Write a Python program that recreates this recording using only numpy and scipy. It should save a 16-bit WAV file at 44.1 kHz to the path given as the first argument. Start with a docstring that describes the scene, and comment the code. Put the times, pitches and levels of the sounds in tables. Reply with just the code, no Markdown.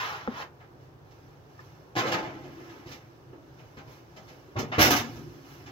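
"""A steel roasting pan is dragged off an electric hob, stalling once while its rim taps the hob top and the top flexes.
It bumps onto an oven rack and slides in; the oven door swings, slams and bounces; last come two more pan bumps.
Drag, bumps and slams are bursts of random contacts that ring sheet steel; taps and thumps are single pushes on modes.
After the drag, sleeves rustle and the oven booms low; the room hums throughout.
Two microphone ports hear it in a small kitchen, the right one the more open to the treble."""
import sys
import numpy as np
from scipy import signal
from scipy.fft import rfft, irfft
from scipy.io import wavfile
from scipy.ndimage import uniform_filter1d

SR = 44100
rng = np.random.default_rng(int(sys.argv[2]) if len(sys.argv) > 2 else 0)


def materialize(psi):
    """Save the field psi as 16-bit PCM at rate SR to the path in sys.argv[1].

    A 1-D psi becomes a single channel; in a 2-D psi each row is a channel.
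    """
    bounded = np.clip(np.atleast_2d(psi).T, -1, 1)
    quanta = np.round(bounded * 32767).astype(np.int16)
    wavfile.write(sys.argv[1], SR, quanta)


N = 251811  # samples

# Levels are relative: source mix, room and port gains follow. A mode's level sets its share of energy.

# the pan bumps the rack and the oven walls:
# (time [s], clatter level [dB], thud over clatter [dB], clank over clatter [dB], clatter t60 [s])
BUMPS = [(0.596, -44, -32, -16, 0.25), (1.106, -64.5, 2, 11, 0.15), (1.592, -47, -5, -8, .16),
         (1.952, -27.5, 2, -5, 0.23), (1.96, -22, -3.5, -4, .22), (1.974, -17.5, -11, -4.5, .24),
         (2.029, -21, -6, -16, 0.3), (2.064, -25.5, -12, -5, 0.29), (2.112, -15.5, -7.5, -7, .2),
         (2.133, -20.5, -22, -17, .21), (2.179, -26, -11, -14, 0.28), (2.223, -31, -4, -12, 0.25),
         (2.267, -35.5, -3, -20, .4), (2.432, -41.5, -1, -6.5, 0.23), (2.688, -46, -12, -7, 0.47),
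         (2.859, -48.5, -2, 4.5, 0.28), (2.912, -46.5, 1, 9.5, 0.19), (3.328, -43.5, 5, -24, 0.1),
         (3.584, -44, -30, -11.5, 0.17), (3.768, -36, -3.5, -7.5, 0.15), (3.867, -46.5, 0, -10, .22),
         (4.161, -42.5, 0, -0.5, 0.15), (4.275, -44.5, 0, -3, 0.23), (5.593, -48, -2, -7, 0.11),
         (5.658, -38, -31, -3.5, 0.2)]
# clearest modes of the pan on its rack: (frequency [Hz], width [Hz], level [dB])
PAN_MODES = [(120, 5.1, -5), (280, 2, -10), (331.4, 1.1, 0), (516, 23, 5.5), (567.5, 9.9, 0.5),
             (641, 16, 4), (730, 13, -2.5), (810, 11.4, 0), (871, 18, 0), (1040, 18, -14.5),
             (1084, 22, 0.5), (1338, 21, -4.5), (1727, 20, -32), (2066, 22, -1.5), (2490, 33, -13),
             (3250, 55, -26), (4100, 50, -15), (4760, 50, -23)]
# dense upper modes of sheet steel, three spectra: pan on its rack, door, pan on the hob:
# (frequency [Hz], density [dB per Hz])
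STEEL_SPECTRA = [
    [(35, -61), (60, -24), (124, 2.5), (247, -6), (327, 1), (426, -4.5), (532, -6.5), (678, -2), (1040, -4),
     (1580, -7), (2020, -9), (5890, -24.5), (7500, -25.5), (9750, -77), (16500, -120)],
    [(35, -38), (60, -11), (124, 4.5), (198, -9.5), (247, -3), (577, -10), (750, -7.5), (1460, -10),
     (1680, -9), (3620, -12), (4170, -12.5), (6130, -10.5), (7500, -12.5), (9750, -55), (16500, -120)],
    [(24, -59), (40, -38), (108, -6.5), (182, -18), (404, -8.5), (571, -13), (824, -6), (5060, -17.5),
     (7000, -20.5), (9100, -64), (15400, -120)],
]


def pan():
    """Bumps and sliding shake the pan on its rack; every blow is a burst of rattles in loose steel."""
    bumps = blows(BUMPS, rise=.0035, sizzle_db=-9, per_clank=.7, per_clatter=1.05)
    shaken = np.hypot(bumps, slide())
    return steel(shaken, STEEL_SPECTRA[0], PAN_MODES, per_s=3000, spread_db=5.0, level_db=-14.0, ring_db=-5.0)


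# the pan slides in along the rack: (time [s], clatter level [dB])
SLIDE = [(2.24, -41.5), (2.45, -51.5), (2.7, -47), (2.92, -59), (3.05, -57), (3.15, -75)]
SLIDE_THUD_DB, SLIDE_CLANK_DB, SLIDE_SIZZLE_DB = -5, -13.5, -26  # dB over the clatter


def slide():
    """The steady chatter of the pan moving on the rack, as four band strengths."""
    over_db = np.array([[SLIDE_THUD_DB], [0], [SLIDE_CLANK_DB], [SLIDE_SIZZLE_DB]])
    return amp(along(SLIDE) + over_db)


# the door leaves its stop, swings, slams and bounces:
# (time [s], clatter level [dB], thud over clatter [dB], clank over clatter [dB], clatter t60 [s])
SLAMS = [(4.56, -28, 7.5, -27, 0.31), (4.584, -32, 6, 3, 0.13), (4.716, -21, -8, -47, 0.19),
         (4.735, -28, -11, -24, 0.26), (4.781, -9, -3, -24, 0.16), (4.79, -12.5, -17, -5.5, 0.098),
         (4.803, -11, -20, -4, 0.23), (4.82, -17, 3.5, -2, 0.33), (4.845, -17, -21, -5.5, 0.19),
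         (4.902, -12, -1.5, -5, 0.2), (4.92, -22, -2, -10, 0.14), (4.958, -18.5, -22, -2.5, 0.16),
         (4.987, -34, 3, -7, 0.45), (5.154, -50, 16.5, 1, 0.16)]
# clearest modes of door and cabinet: (frequency [Hz], width [Hz], level [dB])
OVEN_MODES = [(110.8, 3.7, 7.5), (152.2, 1.14, 0.5), (234, 2.2, 0.5), (275, 1.4, -5), (318, 9.7, 0.5),
              (472, 11, 2), (617, 26, 2.5), (738, 20, -15), (800, 5.4, -21), (938, 14, -3), (1120, 26, 4),
              (1310, 14, -9), (1710, 15, -8), (2340, 20, 0), (2460, 16, -9), (3100, 14, -18),
              (3760, 20, 16), (5300, 20, -18), (6430, 20, -13)]


def door():
    """The door's blows shake loose sheet metal and ring the door and cabinet."""
    slams = blows(SLAMS, rise=.003, sizzle_db=3, per_clank=.9, per_clatter=1.35)
    return steel(slams, STEEL_SPECTRA[1], OVEN_MODES, per_s=4000, spread_db=3.0, level_db=-13.0, ring_db=-13.5)


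# the door's weight meets the cabinet: (time [s], peak level [dB], contact time [s])
THUMPS = [(4.557, -27.5, 0.001), (4.63, -33, 0.0022), (4.781, -16.5, 0.0012), (4.803, -16, 0.0013)]


def door_thumps():
    """Single rounded pushes ring the door and cabinet."""
    return knock(THUMPS, OVEN_MODES)


# the pan is dragged over the hob coils, stalls, and is dragged again:
# (time [s], scrape level [dB], thud over scrape [dB])
DRAG = [(0.0, -32, -19), (0.14, -40, -8), (0.21, -47, -9), (0.265, -51.5, -4), (0.31, -50.5, 0),
        (0.372, -41.5, -8), (0.424, -39, -6), (0.44, -56, -15), (0.48, -62, -6)]
DRAG_CLANK_DB, DRAG_SIZZLE_DB = -13.5, -16  # dB over the scrape
# modes of the pan base rubbed on a coil: (frequency [Hz], width [Hz], level [dB])
COIL_MODES = [(800, 60, -21), (1016, 180, 0), (1160, 17, -8), (1440, 98, 13), (1570, 63, 4),
              (1880, 180, 46.5), (3300, 61, 16.5)]


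def drag():
    """Stick and slip clicks ring the damped base of the pan."""
    s, db, thud_db = np.transpose(DRAG)
    scrape_db = along(np.c_[s, db])
    low_db = along(np.c_[s, db + thud_db])
    strength = amp([low_db, scrape_db, scrape_db + DRAG_CLANK_DB, scrape_db + DRAG_SIZZLE_DB])
    return steel(strength, STEEL_SPECTRA[2], COIL_MODES, per_s=5000, spread_db=-0.5, level_db=-5.0, ring_db=-18.0)


# the pan's rim taps the hob top, a sharp contact, then a softer push:
# (time [s], peak level [dB], contact time [s])
RIM = [(.2755, -18, 0.00035), (.2788, -26, 0.0011)]
# modes of the enamel hob top: (frequency [Hz], width [Hz], level [dB])
HOB_MODES = [(255, 49, 2), (490, 89, -4), (820, 100, 14), (1270, 210, 20), (1630, 140, 4)]


def rim_tap():
    """A sharp contact and a softer, longer push ring the hob top."""
    return knock(RIM, HOB_MODES)


# the pan's weight settles and the hob top flexes:
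# (time [s], level [dB], pitch [Hz], swell [s], t60 [s], overtone [Hz], overtone over pitch [dB])
FLEX = (.2765, -24.5, 232, .014, .034, 475, -4)


def flex():
    """A low mode swells over a few cycles and is damped by the pan on top; its overtone peaks sooner."""
    s, db, hz, swell, t60, over_hz, over_db = FLEX
    t, out = np.arange(SR // 4) / SR, np.zeros(N)
    for f, level_db, top in ((hz, db, swell), (over_hz, db + over_db, swell / 2)):
        growth = np.minimum(t / top, 1) ** 0.72
        decay = amp(level_db - 60 * np.maximum(t - top, 0) / t60)
        out[round(s * SR):][:len(t)] += growth * decay * np.sin(2 * np.pi * f * t)
    return out


# a pan handle clinks: (time [s], peak level [dB], contact time [s])
TICK = [(1.592, -38.5, 0.00021)]
# modes of the handle: (frequency [Hz], width [Hz], level [dB])
HANDLE_MODES = [(1225, 35, 0), (1750, 45, 1)]


def handle_clink():
    """One very short push rings the handle."""
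    return knock(TICK, HANDLE_MODES)


# the pan's weight booms in the oven: (time [s], peak level [dB], contact time [s])
THUDS = [(2.862, -39, 0.005), (3.33, -44, 0.0015), (3.772, -41, 0.0042), (3.872, -41.5, 0.0067)]
# boom modes of the empty oven: (frequency [Hz], width [Hz], level [dB])
CAVITY_MODES = [(145, 21, -2), (282.7, 12, -2.5), (334.7, 38, 2.5)]


def pan_thuds():
    """Single rounded pushes ring the oven cavity."""
    return knock(THUDS, CAVITY_MODES)


# sleeves and mitts brush softly as the cook moves: (time [s], rustle level [dB])
RUSTLE = [(0.5, -77), (0.75, -81), (0.82, -69), (0.95, -85), (1.11, -70.5), (1.3, -70), (1.39, -76),
          (1.64, -65.5), (1.93, -73.5), (2.4, -66), (2.7, -63.5), (2.85, -66.5), (2.92, -54.5), (2.99, -69),
          (3.36, -76), (3.45, -72.5), (3.62, -68), (3.85, -70), (3.92, -60), (4.05, -71), (4.29, -64),
          (4.5, -70), (5.04, -59), (5.13, -59), (5.17, -58.5), (5.25, -63.5), (5.42, -64), (5.52, -58.5),
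          (5.71, -66.5)]
# low boom in the open oven: (time [s], level [dB])
BOOM = [(0.5, -66), (0.76, -57), (1.0, -64.5), (1.9, -62.5), (2.25, -43), (2.7, -51.5), (2.93, -48.5),
        (3.03, -63), (3.37, -54.5), (3.7, -63), (3.79, -57), (3.88, -59), (4.3, -61), (4.5, -51),
        (5.0, -53), (5.15, -43.5), (5.3, -46.5), (5.5, -53), (5.65, -51.5), (5.71, -45)]
RUSTLE_SIZZLE_DB, SIZZLE_GROWTH = -3, 1.3  # dB over a rustle of -62 dB; treble dB gained per dB of rustle


def rustle():
    """Very fine friction, nearly smooth, with a rumble from the oven cavity."""
    brush_db = along(RUSTLE)
    top_db = brush_db + RUSTLE_SIZZLE_DB + (SIZZLE_GROWTH - 1) * (brush_db + 62)
    middle, low, top = uniform_filter1d(amp([brush_db, along(BOOM), top_db]), 800, axis=1)
    # (frequency [Hz], density [dB per Hz])
    cloth = [(100, 2.0), (700, -2), (2000, -8.5), (3800, -10.0), (5800, -7), (8000, -17.5), (9500, -45)]
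    low, dull, bright, top = rattle([low, middle, middle, top], cloth, per_s=15000, spread_db=1.0)
    boom = signal.oaconvolve(low, ring(CAVITY_MODES))[:N]
    boom *= np.std(low) / np.std(boom)
    return amp(-6.0) * boom + amp(-3.5) * dull + amp(-13.0) * bright + amp(-4.0) * top


# room tone: (frequency [Hz], density [dB per Hz])
HUM = [(15, -50), (25, -6.5), (70, -9), (140, 5), (181, -17), (389, -7), (437, -10), (620, -12),
       (680, -15.5), (747, -12), (1770, -23), (1940, -28), (6500, -40.5), (9000, -37), (13000, -40.5),
       (16000, -38)]
HUM_DB = -54  # RMS level [dB] ahead of the ports
# likeness of the two sides: (frequency [Hz], left-right correlation [-1 to 1])
HUM_SAME = [(60, 1), (180, 0.92), (550, 0.48), (1650, -0.31), (4970, -0.15), (15000, 1)]


def hum():
    """Room tone from random short-time spectra with drifting patches."""
    frames, hz = N // 512 + 5, np.fft.rfftfreq(2048, 1 / SR)
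    a, b, c, d, patches = rng.standard_normal((frames, 1025, 5)).T
    patches = evened(uniform_filter1d(uniform_filter1d(patches, 12, 0), 8, 1))
    same = np.clip(read(HUM_SAME, hz), -1, 1)[:, None]
    left, other = a + 1j * b, c + 1j * d
    z = np.array([left, same * left + np.sqrt(1 - same ** 2) * other])
    z *= amp(read(HUM, hz)[:, None] + 0.8 * patches)
    return amp(HUM_DB) * evened(signal.istft(z, nperseg=2048, noverlap=1536)[1][:, :N])


def blows(rows, rise, sizzle_db, per_clank, per_clatter):
    """Each blow swells and dies away as the loose metal settles; the treble dies first.

    rise [s]; sizzle_db: dB over a clatter of -18 dB with clank at 0 dB over it;
    per_clank, per_clatter: sizzle dB gained per dB of each.
    """
    power, t = np.zeros((4, N)), np.arange(SR // 2) / SR
    longer = np.array([[1.2], [1], [.9], [.7]])  # t60 of thud, clatter, clank, sizzle over the row's
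    for s, db, thud_db, clank_db, t60 in rows:
        settle = (1 - np.exp(-t / rise)) * amp(db - 60 * t / (longer * max(t60, .03)))
        top_db = sizzle_db + per_clank * clank_db + (per_clatter - 1) * (db + 18)
        burst = (amp([[thud_db], [0], [clank_db], [top_db]]) * settle) ** 2
        part = power[:, round(s * SR):][:, :len(t)]
        part += burst[:, :part.shape[1]]
    return np.sqrt(power)


def steel(strength, spectrum, modes, per_s, spread_db, level_db, ring_db):
    """Rattles heard straight and through the clearest modes of the object; the sizzle stays straight."""
    *body, top = rattle(strength, spectrum, per_s, spread_db)
    body = sum(body)
    rung = signal.oaconvolve(body, ring(modes))[:N]
    rung *= np.std(body) / np.std(rung)
    return amp(level_db) * (body + amp(ring_db) * rung + top)


def rattle(strength, spectrum, per_s, spread_db):
    """Random contacts of uneven size; four strengths drive their bands from thud to sizzle."""
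    size = amp(spread_db * np.minimum(rng.exponential(1, N), 3.3)) * rng.choice([-1., 1.], N)
    contacts = size * (rng.random(N) < per_s / SR)
    coloured, hz = rfft(colour(contacts, spectrum)), np.fft.rfftfreq(N, 1 / SR)
    below_low, below_high = [1 / (1 + (hz / edge) ** 4) for edge in (750, 2800)]
    shares = (below_low, below_high - below_low, 1 - below_high)  # thud, clatter, clank
    parts = [irfft(coloured * share, N) for share in shares]
    # the sizzle comes from the uncoloured contacts
    parts.append(signal.sosfilt(signal.butter(4, 8500, "high", fs=SR, output="sos"), contacts))
    return [evened(part) * level for part, level in zip(parts, strength)]


def knock(rows, modes):
    """A rounded push rings the object; a long contact leaves the high modes quiet."""
    out = np.zeros(N)
    for s, db, contact in rows:
        push = np.sin(np.pi * np.arange(0, 1, 1 / (contact * SR))) ** 2
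        tap = np.convolve(ring(modes), push)[:SR // 2]
        out[round(s * SR):][:len(tap)] += amp(db) * tap / abs(tap).max()
    return out


def ring(modes):
    """The impulse response of an object, energy 1; a wide mode dies fast."""
    t, out = np.arange(SR) / SR, np.zeros(SR)
    for hz, width, db in modes:
        decay = np.sqrt(width) * np.exp(-np.pi * width * t)
        out += amp(db) * decay * np.sin(2 * np.pi * hz * t)
    return out / np.linalg.norm(out)


def kitchen(x, wet_db):
    """Direct sound plus echoes; three echo patterns take turns, which keeps the reverb diffuse."""
    turn = 2 * np.pi * 7 * np.arange(N) / SR  # 7 Hz
    shares = [np.sqrt(2 / 3) * np.cos(turn + k * np.pi / 3) for k in range(3)]
    wet = sum(signal.fftconvolve((x * share)[None], echoes(), axes=1)[:, :N] for share in shares)
    lag = 13  # samples by which the right port hears the direct sound later
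    return np.array([x, np.roll(x, lag)]) + amp(wet_db) * wet


# reverb of the small kitchen: (frequency [Hz], t60 [s])
KITCHEN = [(100, 0.44), (300, 0.35), (1000, 0.2), (4000, 0.12), (14000, 0.14)]


def echoes():
    """Sparse taps that die by band, energy 1 at the left; long waves reach both ports alike."""
    taps = np.zeros((2, SR // 2))
    at = np.arange(40, SR // 2 - 20, 20) + rng.integers(0, 20, (2, (SR // 2 - 41) // 20))
    np.put_along_axis(taps, at, rng.choice([-1., 1.], at.shape), 1)
    hz, t, z = signal.stft(taps, SR, nperseg=256)
    same = np.exp(-(hz / 1000.) ** 2)[:, None]
    z[1] = same * z[0] + np.sqrt(1 - same ** 2) * z[1]
    z *= (hz / (hz + 462.0))[:, None]  # the echoes are thin in the bass
    fade = amp(-60 * t / read(KITCHEN, hz)[:, None])
    tail = signal.istft(z * fade, SR, nperseg=256)[1]
    return tail / np.linalg.norm(tail[0])


# the casing cancels a band: (frequency [Hz], gain [dB])
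PORT_DIP = [(6000, 1.5), (7500, -10.5), (9500, -21.5), (11000, -9), (12000, -4.5)]
# balance of the ports, before it is eased off in the bass: (frequency [Hz], left over right [dB])
LEAN = [(60, 7), (110, -11.5), (200, 14), (380, -5), (700, -1), (1290, 1), (2380, -2), (4400, -5),
        (8120, -22.5), (15000, -8)]


def ports(x):
    """Each port colours what it hears; the left is shaded from the treble."""
    hz = np.geomspace(20, 20000, num=60)
    lean_db, dip_db = read(LEAN, hz) * hz / (hz + 400), read(PORT_DIP, hz)
    return np.array([colour(x[k], np.c_[hz, dip_db + sign * lean_db / 2]) for k, sign in enumerate((1, -1))])


def amp(db):
    """Decibels to amplitude."""
    return 10 ** (np.asarray(db) / 20)


def evened(x):
    """Scale to an RMS of 1."""
    return x / np.sqrt(np.mean(x ** 2) + 1e-20)


def along(curve):
    """A level curve in dB for every sample, practically silent outside its span."""
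    s, db = np.transpose(curve)
    return np.interp(np.arange(N) / SR, s, db, left=-150, right=-150)


def read(points, hz):
    """A table over frequency, joined on a log-frequency axis."""
    f, value = np.transpose(points)
    return np.interp(np.log(hz + 1), np.log(f + 1), value)


def colour(x, points):
    """Causal filter: its phase is the Hilbert transform of the log gain."""
    db = np.maximum(read(points, abs(np.fft.fftfreq(8192, 1 / SR))), -100)
    response = np.exp(np.conj(signal.hilbert(np.log(amp(db)))))
    taps = np.fft.ifft(response).real[:4096]
    return signal.oaconvolve(x, taps)[:N]


def scene():
    """Place the sources in the kitchen, far ones with more echo, and add the hum at the ports."""
    far = kitchen(pan() + door() + rustle() + door_thumps() + pan_thuds(), wet_db=6.0)
    near = kitchen(drag(), wet_db=3.0) + kitchen(rim_tap() + flex() + handle_clink(), wet_db=-8.0)
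    return ports(far + near + hum())


EDGE_HZ = 15850  # cutoff of the treble limit


def record(dry):
    """The microphone drops the deepest bass; a steep filter then limits the treble."""
    thin = signal.sosfilt(signal.butter(3, 50., "high", fs=SR, output="sos"), dry)
    return signal.oaconvolve(thin, signal.firwin(1023, EDGE_HZ, window=("kaiser", 11), fs=SR)[None], "same")


dry = scene()
out = record(dry)
materialize(out)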